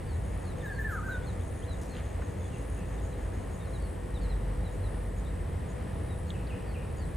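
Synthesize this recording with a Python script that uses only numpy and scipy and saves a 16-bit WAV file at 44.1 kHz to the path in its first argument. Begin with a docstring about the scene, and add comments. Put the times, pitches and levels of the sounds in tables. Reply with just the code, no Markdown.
"""Chicks in a green city corner

Chicks peep as gliding near-pure tones and scuff dry litter in decaying bursts of grainy noise.
A wild bird whistles one phrase that a wall throws back; another calls from far off by way of the trees.
Crickets trill, buzz, stutter and chirp in the weeds: tones and narrow noise pulsed by wing beats.
Behind them lie far engines as wandering bass tones, and rumble, wash, hum, whine and hiss as shaped noise.
"""
import sys
import numpy as np
from scipy import signal
from scipy.fft import rfft, irfft
from scipy.io import wavfile
from scipy.ndimage import uniform_filter1d

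SR = 44100
rng = np.random.default_rng(int(sys.argv[2]) if len(sys.argv) > 2 else 0)


def to_wav(s):
    """Save 16-bit WAV."""
    ch = np.atleast_2d(s).T  # columns
    pcm = np.round(np.clip(ch, -1, 1) * 32767)  # PCM
    wavfile.write(sys.argv[1], SR, pcm.astype(np.int16))


N = 315756
TIME = np.arange(N) / SR
BINS_HZ = np.maximum(np.arange(N // 2 + 1) * SR / N, 1)
TOP_HZ = 15700

# Spectrum of the traffic rumble. Each row: frequency in Hz, relative density in dB per Hz.
RUMBLE_SPECTRUM = [(20, -13), (32, -14), (41, -30), (50, -5), (66, 0), (88, 2.5), (108, -4.5), (135, -8.5),
                   (170, -9), (215, -17), (245, -21.5)]
# Spectrum of the wider city wash. Each row: frequency in Hz, relative density in dB per Hz.
WASH_SPECTRUM = [(140, -61), (240, -1), (412, -2.5), (489, -1), (612, -7.5), (645, -8), (698, -10.5),
                 (765, -9.5), (1520, -18), (1830, -14), (2260, -21), (3010, -25.5), (3980, -30.5),
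                 (4780, -33.5), (5600, -35.5), (7280, -88), (12300, -120)]
# Spectrum of the thin hiss of the air. Each row: frequency in Hz, relative density in dB per Hz.
AIR_SPECTRUM = [(4800, -12), (5700, 7), (7400, 12.5), (8600, -73), (10300, 4.5), (11200, 6), (12400, 7),
                (13500, 1), (15500, -4)]
# Stereo width of the background. Each row: frequency in Hz, side minus mid in dB.
STEREO_WIDTH = [(40, -19), (85, -19), (160, -7.5), (280, -10), (490, -3), (700, 0.5), (1100, 0),
                (1800, -15.5), (4000, -7), (8000, -10), (12000, -13)]
# Hum of far machinery. Each row: frequency in Hz, level in dB.
HUM_BANDS = [(188, -53.5), (220, -58), (281, -61), (493, -58.5), (659, -62.5)]
# Faint thin whine high in the air. Each row: frequency in Hz, level in dB.
WHINE_BANDS = [(7584, -85), (9930, -81), (11810, -86)]
# Course of the heavy far engine. Each row: time in seconds, level in dB before heavy_db and the sway.
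HEAVY_ENGINE_LEVEL = [(0, -42), (0.9, -56), (1.35, -49), (1.75, -49), (2.85, -63), (3.25, -38), (3.6, -49),
                      (4.3, -34), (4.75, -41), (5.15, -35.5), (5.65, -51), (6.7, -53), (7.05, -42)]

# Tones of the steady trill. Each row: wing beats away from the tooth tone, peak level in dB before the gain.
TRILL_TONES = [(-2, -86), (-1, -71), (0, -73), (1, -73), (2, -85)]
TRILL_HZ, TRILL_BEAT_HZ = 8023, 56

# Buzzing cricket: pace of its pushes; ring level in a push and between pushes
PUSH_ENDS_S, PUSH_EVERY_S, PUSH_LENGTH_S, PUSH_SWELL_S, PUSH_RELEASE_S = 0.542, 1.143, 0.63, 0.42, 0.043
PUSH_RING_DB, REST_RING_DB = -64, -76.5

# Stuttering cricket: one bout of even bursts
STUTTER_FROM_S, STUTTER_UNTIL_S, STUTTER_EVERY_S, STUTTER_LENGTH_S = 0.073, 3.76, .1625, 0.14
# Level at the bout's edges, mid-bout swell, random spread of level and timing
STUTTER_DB, STUTTER_SWELL_DB, STUTTER_SPREAD_DB, STUTTER_JITTER_S = -70, 4.5, 0.1, 0.011
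# Short chirps of a second cricket. Each row: start in seconds, level in dB.
CHIRP_EVENTS = [(3.035, -64), (3.525, -65), (4.21, -65), (4.71, -66), (5.158, -61), (5.68, -63.5),
                (6.268, -63), (6.962, -61)]
CHIRP_LENGTH_S = 0.044

# Calls of the far bird. Each row: start in seconds, length in seconds, start pitch in Hz, end pitch in Hz,
# arch above a straight glide in Hz, level in dB before the direct and scattered gains.
FAR_BIRD_CALLS = [(2.385, .128, 3560, 2940, 151, -67), (2.515, 0.05, 2980, 2490, -20, -60),
                  (2.755, .084, 2930, 2380, -41, -62), (6.337, .035, 3040, 2420, -40, -57),
                  (6.493, 0.04, 3070, 2420, -140, -52), (6.74, .036, 3100, 2370, -130, -52.5)]

# Notes of the whistled phrase. Each row: start in seconds, length in seconds, attack in seconds, top in Hz,
# end in Hz, scoop up from below in Hz, direct level in dB before the shake.
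WHISTLE_NOTES = [(.626, .054, 0.022, 1810, 1628, 0, -42.5), (.778, 0.05, 0.014, 1769, 1720, 2, -38),
                 (.866, .088, 0.018, 1708, 1215, 3, -42.5), (1.022, 0.11, 0.0088, 1610, 1458, 904, -43.5)]
# Overtones of the whistle. Each row: multiple of the pitch, level in dB before slide, edge and fizz gains.
WHISTLE_OVERTONES = [(4, -41), (5, -31), (6, -42), (7, -38), (8, -26.5), (9, -37), (10, -41)]
WHISTLE_RELEASE_S, SCOOP_TAU_S = .015, .008
# A soft tone links the notes and breaks off before the last one
LINK_FADE_S, LINK_DB, BREAK_S = 0.045, -53.5, .05

# Scuffs, steps and twig ticks of small feet and wings. Each row: start in seconds, decay in seconds,
# centre in Hz, nominal width in Hz, level in dB before the envelope.
LITTER_SCUFFS = [(1.812, 0.053, 7800, 4200, -52), (1.936, 0.11, 2300, 1900, -53),
                 (1.978, 0.022, 1500, 1300, -47), (2.217, 0.011, 990, 990, -39),
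                 (5.915, .015, 8000, 9000, -66), (6.304, 0.0056, 3500, 450, -43),
                 (6.468, .006, 4150, 600, -48)]

# Chick peeps. Each row: start in seconds, length in seconds, start pitch in Hz, end pitch in Hz,
# arch above a straight glide in Hz, direct level in dB.
CHICK_PEEPS = [(.065, 0.1, 4850, 3720, 20, -64.5), (.44, 0.091, 4700, 3750, -88, -63),
               (.605, 0.022, 3800, 3340, 50, -61.5), (.65, .054, 3950, 3450, 70, -63),
               (.72, 0.077, 4400, 3800, 370, -64), (1.1, .065, 4060, 3550, 12, -57.5),
               (1.215, .045, 3250, 3880, -90, -63), (1.26, 0.054, 4310, 3580, 160, -57.5),
               (1.392, .038, 3070, 3960, -90, -63), (1.62, 0.032, 3100, 4030, -280, -59),
               (1.675, .075, 4080, 3620, 140, -55.5), (1.895, 0.078, 4300, 3780, 142, -60),
               (2.965, .05, 3850, 3300, 40, -67), (3.11, 0.04, 4170, 3600, 120, -66),
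               (3.6, 0.043, 3780, 3640, 0, -60.5), (3.63, .071, 4400, 3630, 170, -67),
               (3.732, .044, 4200, 3620, 80, -57.5), (3.805, 0.085, 4420, 3900, 300, -65),
               (4.14, .047, 4150, 3460, 0, -56.5), (4.205, .075, 4580, 3700, 80, -61.5),
               (4.29, .05, 4200, 3630, 100, -56.5), (4.642, 0.052, 4080, 3630, 62, -59),
               (4.828, .057, 4180, 3680, 100, -61), (5.25, .03, 3850, 3480, 20, -61),
               (5.26, 0.05, 4080, 3650, 60, -66), (6.088, 0.061, 3830, 3480, 190, -61.5),
               (6.265, .046, 4150, 4020, 210, -66), (6.665, .075, 4700, 4100, 130, -65),
               (6.975, .084, 4750, 3800, 240, -63.5)]


def undb(db):
    """Decibels to gain."""
    return 10 ** (np.asarray(db) / 20)


def unit(x):
    """Scale to an rms of one."""
    return x / np.sqrt(np.mean(x ** 2) + 1e-20)


def colour(points):
    """Gain at every frequency from (Hz, dB) points, falling steeply outside them."""
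    hz, db = np.transpose(points)
    outside = np.minimum(BINS_HZ / hz[0], 1) * np.minimum(hz[-1] / BINS_HZ, 1)
    return undb(np.interp(np.log(BINS_HZ), np.log(hz), db)) * outside ** 10


def noise(gain):
    """Unit-rms noise with the given gain at every frequency."""
    return unit(irfft(rfft(rng.standard_normal(N)) * gain, N))


def band(hz, width_hz):
    """Unit-rms noise in one steep resonance, 4.5 dB down at 0.8 width_hz to either side."""
    return noise(1 / (1 + ((BINS_HZ - hz) / (.8 * width_hz)) ** 4) ** .75)


def walk(rate_hz):
    """Smooth random wander of unit rms; its spectrum decays exponentially over rate_hz."""
    return noise(np.exp(-np.arange(len(BINS_HZ)) * SR / N / rate_hz))


def diffuse(gain):
    """Noise from all around: mid and side noise, with the side share set by frequency."""
    hz, side_db = np.transpose(STEREO_WIDTH)
    width = undb(np.interp(np.log(BINS_HZ), np.log(hz), side_db))
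    share = np.sqrt(np.sum((gain * width) ** 2) / np.sum(gain ** 2))
    return noise(gain) + np.array([[1], [-1]]) * share * noise(gain * width)


def add(out, start_s, sound):
    """Mix a sound in at its start time."""
    i = max(int(start_s * SR), 0)
    out[i:i + len(sound)] += sound[:max(N - i, 0)]


def gate(age_s, length_s, attack_s, release_s):
    """Linear rise, hold and fade over the life of a note."""
    return np.clip(np.minimum(age_s / attack_s, (length_s - age_s) / release_s), 0, 1)


def notes(table, waver):
    """Gliding notes: the pitch arches from start to end, the level swells and fades."""
    out = np.zeros(N)
    drift = 1 + waver * walk(230)
    for start_s, length_s, start_hz, end_hz, arch_hz, db in table:
        u = np.linspace(0, 1, max(int(length_s * SR), 8))
        bow = np.abs(np.sin(np.pi * u))
        glide_hz = start_hz + (end_hz - start_hz) * u + arch_hz * bow
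        hz = glide_hz * np.roll(drift, -int(start_s * SR))[:len(u)]
        add(out, start_s, undb(db) * np.sqrt(2 * bow) * np.sin(2 * np.pi * np.cumsum(hz) / SR))
    return out


def scatter(x, t60_s, spread):
    """Trees and house fronts scatter a sound into a short diffuse tail."""
    t = TIME[:SR]
    decay = np.exp(-np.log(1000) * t / t60_s) * (1 - np.exp(-t / 0.0044))
    mid, side = rng.standard_normal((2, SR)) * decay
    tails = (mid + spread * side * np.array([[1], [-1]])) / np.sqrt(np.sum(mid ** 2))
    return signal.fftconvolve(x[None], tails, axes=1)[:, :N]


def drone(hz, db, wander, sway_db):
    """A far engine of which only the firing tone carries; its speed and level wander."""
    phase = 2 * np.pi * np.cumsum(hz * (1 + wander * walk(1.9))) / SR
    return np.sqrt(2) * undb(db + sway_db * walk(3.3)) * np.sin(phase)


def engines(heavy_db=2.0, idling_db=-43.0):
    """A heavy engine swells and sinks beside an idling one, each a single bass tone."""
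    heavy_level_db = heavy_db + np.interp(TIME, *np.transpose(HEAVY_ENGINE_LEVEL))
    heavy = drone(46.5, heavy_level_db, wander=0.014, sway_db=-2)
    return heavy + drone(55, idling_db, wander=0.02454, sway_db=4.0)


def rumble(level_db=-36, swell_db=0.8):
    """Distant traffic: diffuse bass noise with a slow random swell."""
    return diffuse(colour(RUMBLE_SPECTRUM)) * undb(level_db + swell_db * walk(0.36))


def wash(level_db=-45, flutter_db=0.5, left_db=2, lead_rad=0.76):
    """Diffuse city noise, with the tyre noise of the nearest road leaning to the left."""
    sound = diffuse(colour(WASH_SPECTRUM)) * undb(level_db + flutter_db * walk(4.3))
    # around 560 Hz the left ear hears it louder and sooner
    lean = np.outer([.5, -.5], np.exp(-np.log(BINS_HZ / 560) ** 2 / 1.34))
    return irfft(rfft(sound) * undb(left_db * lean) * np.exp(1j * lead_rad * lean), N)


def machinery():
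    """Far machines hum in narrow noise bands."""
    return sum(undb(db) * band(hz, 8.7) for hz, db in HUM_BANDS)


def whine():
    """A thin whine: very narrow noise bands in the treble."""
    return sum(undb(db) * band(hz, 5.7) for hz, db in WHINE_BANDS)


def air(level_db=-69.5):
    """Thin diffuse treble hiss."""
    return undb(level_db) * diffuse(colour(AIR_SPECTRUM))


def city():
    """Engines drone in the bass under an even wash of tyres, machinery and air."""
    return engines() + rumble() + wash() + machinery() + whine() + air()


def triller(rasp_db=-76, sweep_rad=0.81, gain=1.25, flicker_db=1.73):
    """A cricket holds one thin tone, pulsed by its wing beat, over a little rasp."""
    clock_s = np.cumsum(1 + .0001 * walk(3)) / SR
    # each stroke sweeps a little in pitch, which spreads it over the beat and softens the pulsing
    tone = sum(undb(db) * np.sin(2 * np.pi * (TRILL_HZ + k * TRILL_BEAT_HZ) * clock_s + sweep_rad * k ** 2)
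               for k, db in TRILL_TONES)
    rasp = unit(band(8100, 300) * (1 + np.cos(np.pi * TRILL_BEAT_HZ * clock_s) ** 2))
    return gain * tone * undb(flicker_db * walk(51)) + undb(rasp_db) * rasp


def buzzer(beat_hz=86, body_db=-65.5, rest=1.0):
    """A ground cricket buzzes evenly; about once a second it pushes and its narrow top resonance rings."""
    age_s = (TIME - PUSH_ENDS_S + PUSH_LENGTH_S) % PUSH_EVERY_S
    push = gate(age_s, PUSH_LENGTH_S, PUSH_SWELL_S, PUSH_RELEASE_S)
    ring_db = REST_RING_DB + (PUSH_RING_DB - REST_RING_DB) * push
    beat = np.cumsum(beat_hz * (1 + 0.01 * walk(2.8))) / SR
    wings = unit(rest + np.sin(np.pi * beat) ** 2)
    return wings * (undb(body_db) * band(9430, 740) + undb(ring_db) * band(9710, 180))


def strokes(table, beat_hz, tooth_hz, glide, rasp, jitter, uneven_db=2):
    """Bursts of wing strokes; in each the scraper speeds up along the file, so the tone rises."""
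    beat = np.cumsum(beat_hz * (1 + jitter * walk(28))) / SR % 1
    hz = tooth_hz * (1 + glide * (beat - .5) + rasp * walk(870))
    tone = np.sin(2 * np.pi * np.cumsum(hz) / SR)
    song = unit(np.sin(np.pi * beat) ** 2 * tone * undb(uneven_db * walk(50)))
    effort = np.zeros(N)
    for start_s, length_s, db in table:
        add(effort, start_s, undb(db) * signal.windows.tukey(max(int(length_s * SR), 8), .25))
    return song * effort


def crickets(wet_db=-9):
    """Two singers in the weeds: one stutters through a bout and stops, the other gives short chirps."""
    starts_s = np.arange(STUTTER_FROM_S, STUTTER_UNTIL_S, STUTTER_EVERY_S)
    late, loud = rng.standard_normal((len(starts_s), 2)).T
    swell_db = STUTTER_SWELL_DB * np.sin(np.pi * starts_s / STUTTER_UNTIL_S)
    levels_db = STUTTER_DB + swell_db + STUTTER_SPREAD_DB * loud
    bout = [(s, STUTTER_LENGTH_S, db) for s, db in zip(starts_s + STUTTER_JITTER_S * late, levels_db)]
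    stutter = strokes(bout, beat_hz=76.9, tooth_hz=6670, glide=0.118, rasp=0.02, jitter=0.0674)
    short = [(s, CHIRP_LENGTH_S, db) for s, db in CHIRP_EVENTS]
    chirps = strokes(short, beat_hz=81.2, tooth_hz=6740, glide=0.036, rasp=0.0165, jitter=0.019)
    return stutter + chirps + undb(wet_db) * scatter(stutter + chirps, t60_s=0.41, spread=1.0)


def far_bird(direct_db=-1, wet_db=1):
    """Slightly hoarse falling chips, much of them heard by way of the trees."""
    voice = notes(FAR_BIRD_CALLS, waver=.014)
    return undb(direct_db) * voice + undb(wet_db) * scatter(voice, t60_s=0.7, spread=.3)


def phrase():
    """Pitch and strength of the whistle: notes slide down S-curves from their tops, linked by a soft tone."""
    first_s, last_s = WHISTLE_NOTES[0][0] - LINK_FADE_S, WHISTLE_NOTES[-1][0] - BREAK_S
    # nothing is heard before the first note; the link then holds each note's end pitch
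    pitch_hz = np.zeros(N)
    strength = undb(LINK_DB) * gate(TIME - first_s, last_s - first_s, LINK_FADE_S, LINK_FADE_S)
    for start_s, length_s, attack_s, top_hz, end_hz, scoop_hz, db in WHISTLE_NOTES:
        age_s = np.maximum(TIME - start_s, 0)
        sag_hz = (top_hz - end_hz) * np.sin(np.pi / 2 * np.minimum(age_s / length_s, 1)) ** 2
        note_hz = top_hz - sag_hz - scoop_hz * np.exp(-age_s / SCOOP_TAU_S)
        pitch_hz = np.where(age_s > 0, note_hz, pitch_hz)
        strength = np.maximum(strength, undb(db) * gate(age_s, length_s, attack_s, WHISTLE_RELEASE_S))
    return pitch_hz, strength


def songbird(echo_s=.056, echo_db=2, wet_db=-9, waver=0.0078,
             fizz_db=-1.5, edge_db=-7, slide_db=10, shake_db=1.5):
    """A fluty phrase from a perch; a wall returns it loud and without overtones, and the trees ring on."""
    pitch_hz, strength = phrase()
    phase = 2 * np.pi * np.cumsum(pitch_hz * (1 + waver * walk(94))) / SR
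    effort = np.sqrt(2) * strength * undb(shake_db * walk(93))
    flute = effort * np.sin(phase)
    both = flute + undb(echo_db) * np.interp(TIME - echo_s, TIME, flute)
    # the voice turns harsher on a fast downward slide, fully at 9000 Hz per second
    slide = uniform_filter1d(np.clip(-np.gradient(pitch_hz) * SR / 9000, 0, 1), SR // 100)
    overtones = sum(undb(db) * np.sin(round(k) * phase) for k, db in WHISTLE_OVERTONES)
    edge = effort * undb(slide_db * slide) * overtones
    # the faint overtones reach the ear mostly as a fizz scattered by leaves
    fizz = undb(edge_db) * edge + undb(fizz_db) * scatter(edge, t60_s=0.19, spread=0.063)
    return both + fizz + undb(wet_db) * scatter(both, t60_s=0.46, spread=0.49)


def litter(grain_db=4.5):
    """Each scuff is a quick cluster of dry crackles that dies away."""
    out = np.zeros(N)
    for start_s, decay_s, hz, width_hz, db in LITTER_SCUFFS:
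        age_s = np.maximum(TIME - start_s, 0)
        envelope = (1 - np.exp(-age_s / 0.00074)) * np.exp(-age_s / decay_s)
        crackle = unit(band(hz, width_hz) * undb(grain_db * walk(250)))
        out += undb(db) * envelope * crackle
    return out


def chicks(wet_db=-11):
    """Soft, nearly pure peeps close to the ground."""
    voice = notes(CHICK_PEEPS, waver=0.0076)
    return voice + undb(wet_db) * scatter(voice, t60_s=0.32, spread=0.66)


def scene():
    """The small lives near the middle, the city all around."""
    return city() + triller() + buzzer() + crickets() + far_bird() + songbird() + litter() + chicks()


def record(dry):
    """A steep elliptic low-pass cuts the very top."""
    return signal.sosfilt(signal.ellip(10, .2, 80, TOP_HZ, fs=SR, output="sos"), dry)


dry = scene()
out = record(dry)
to_wav(out)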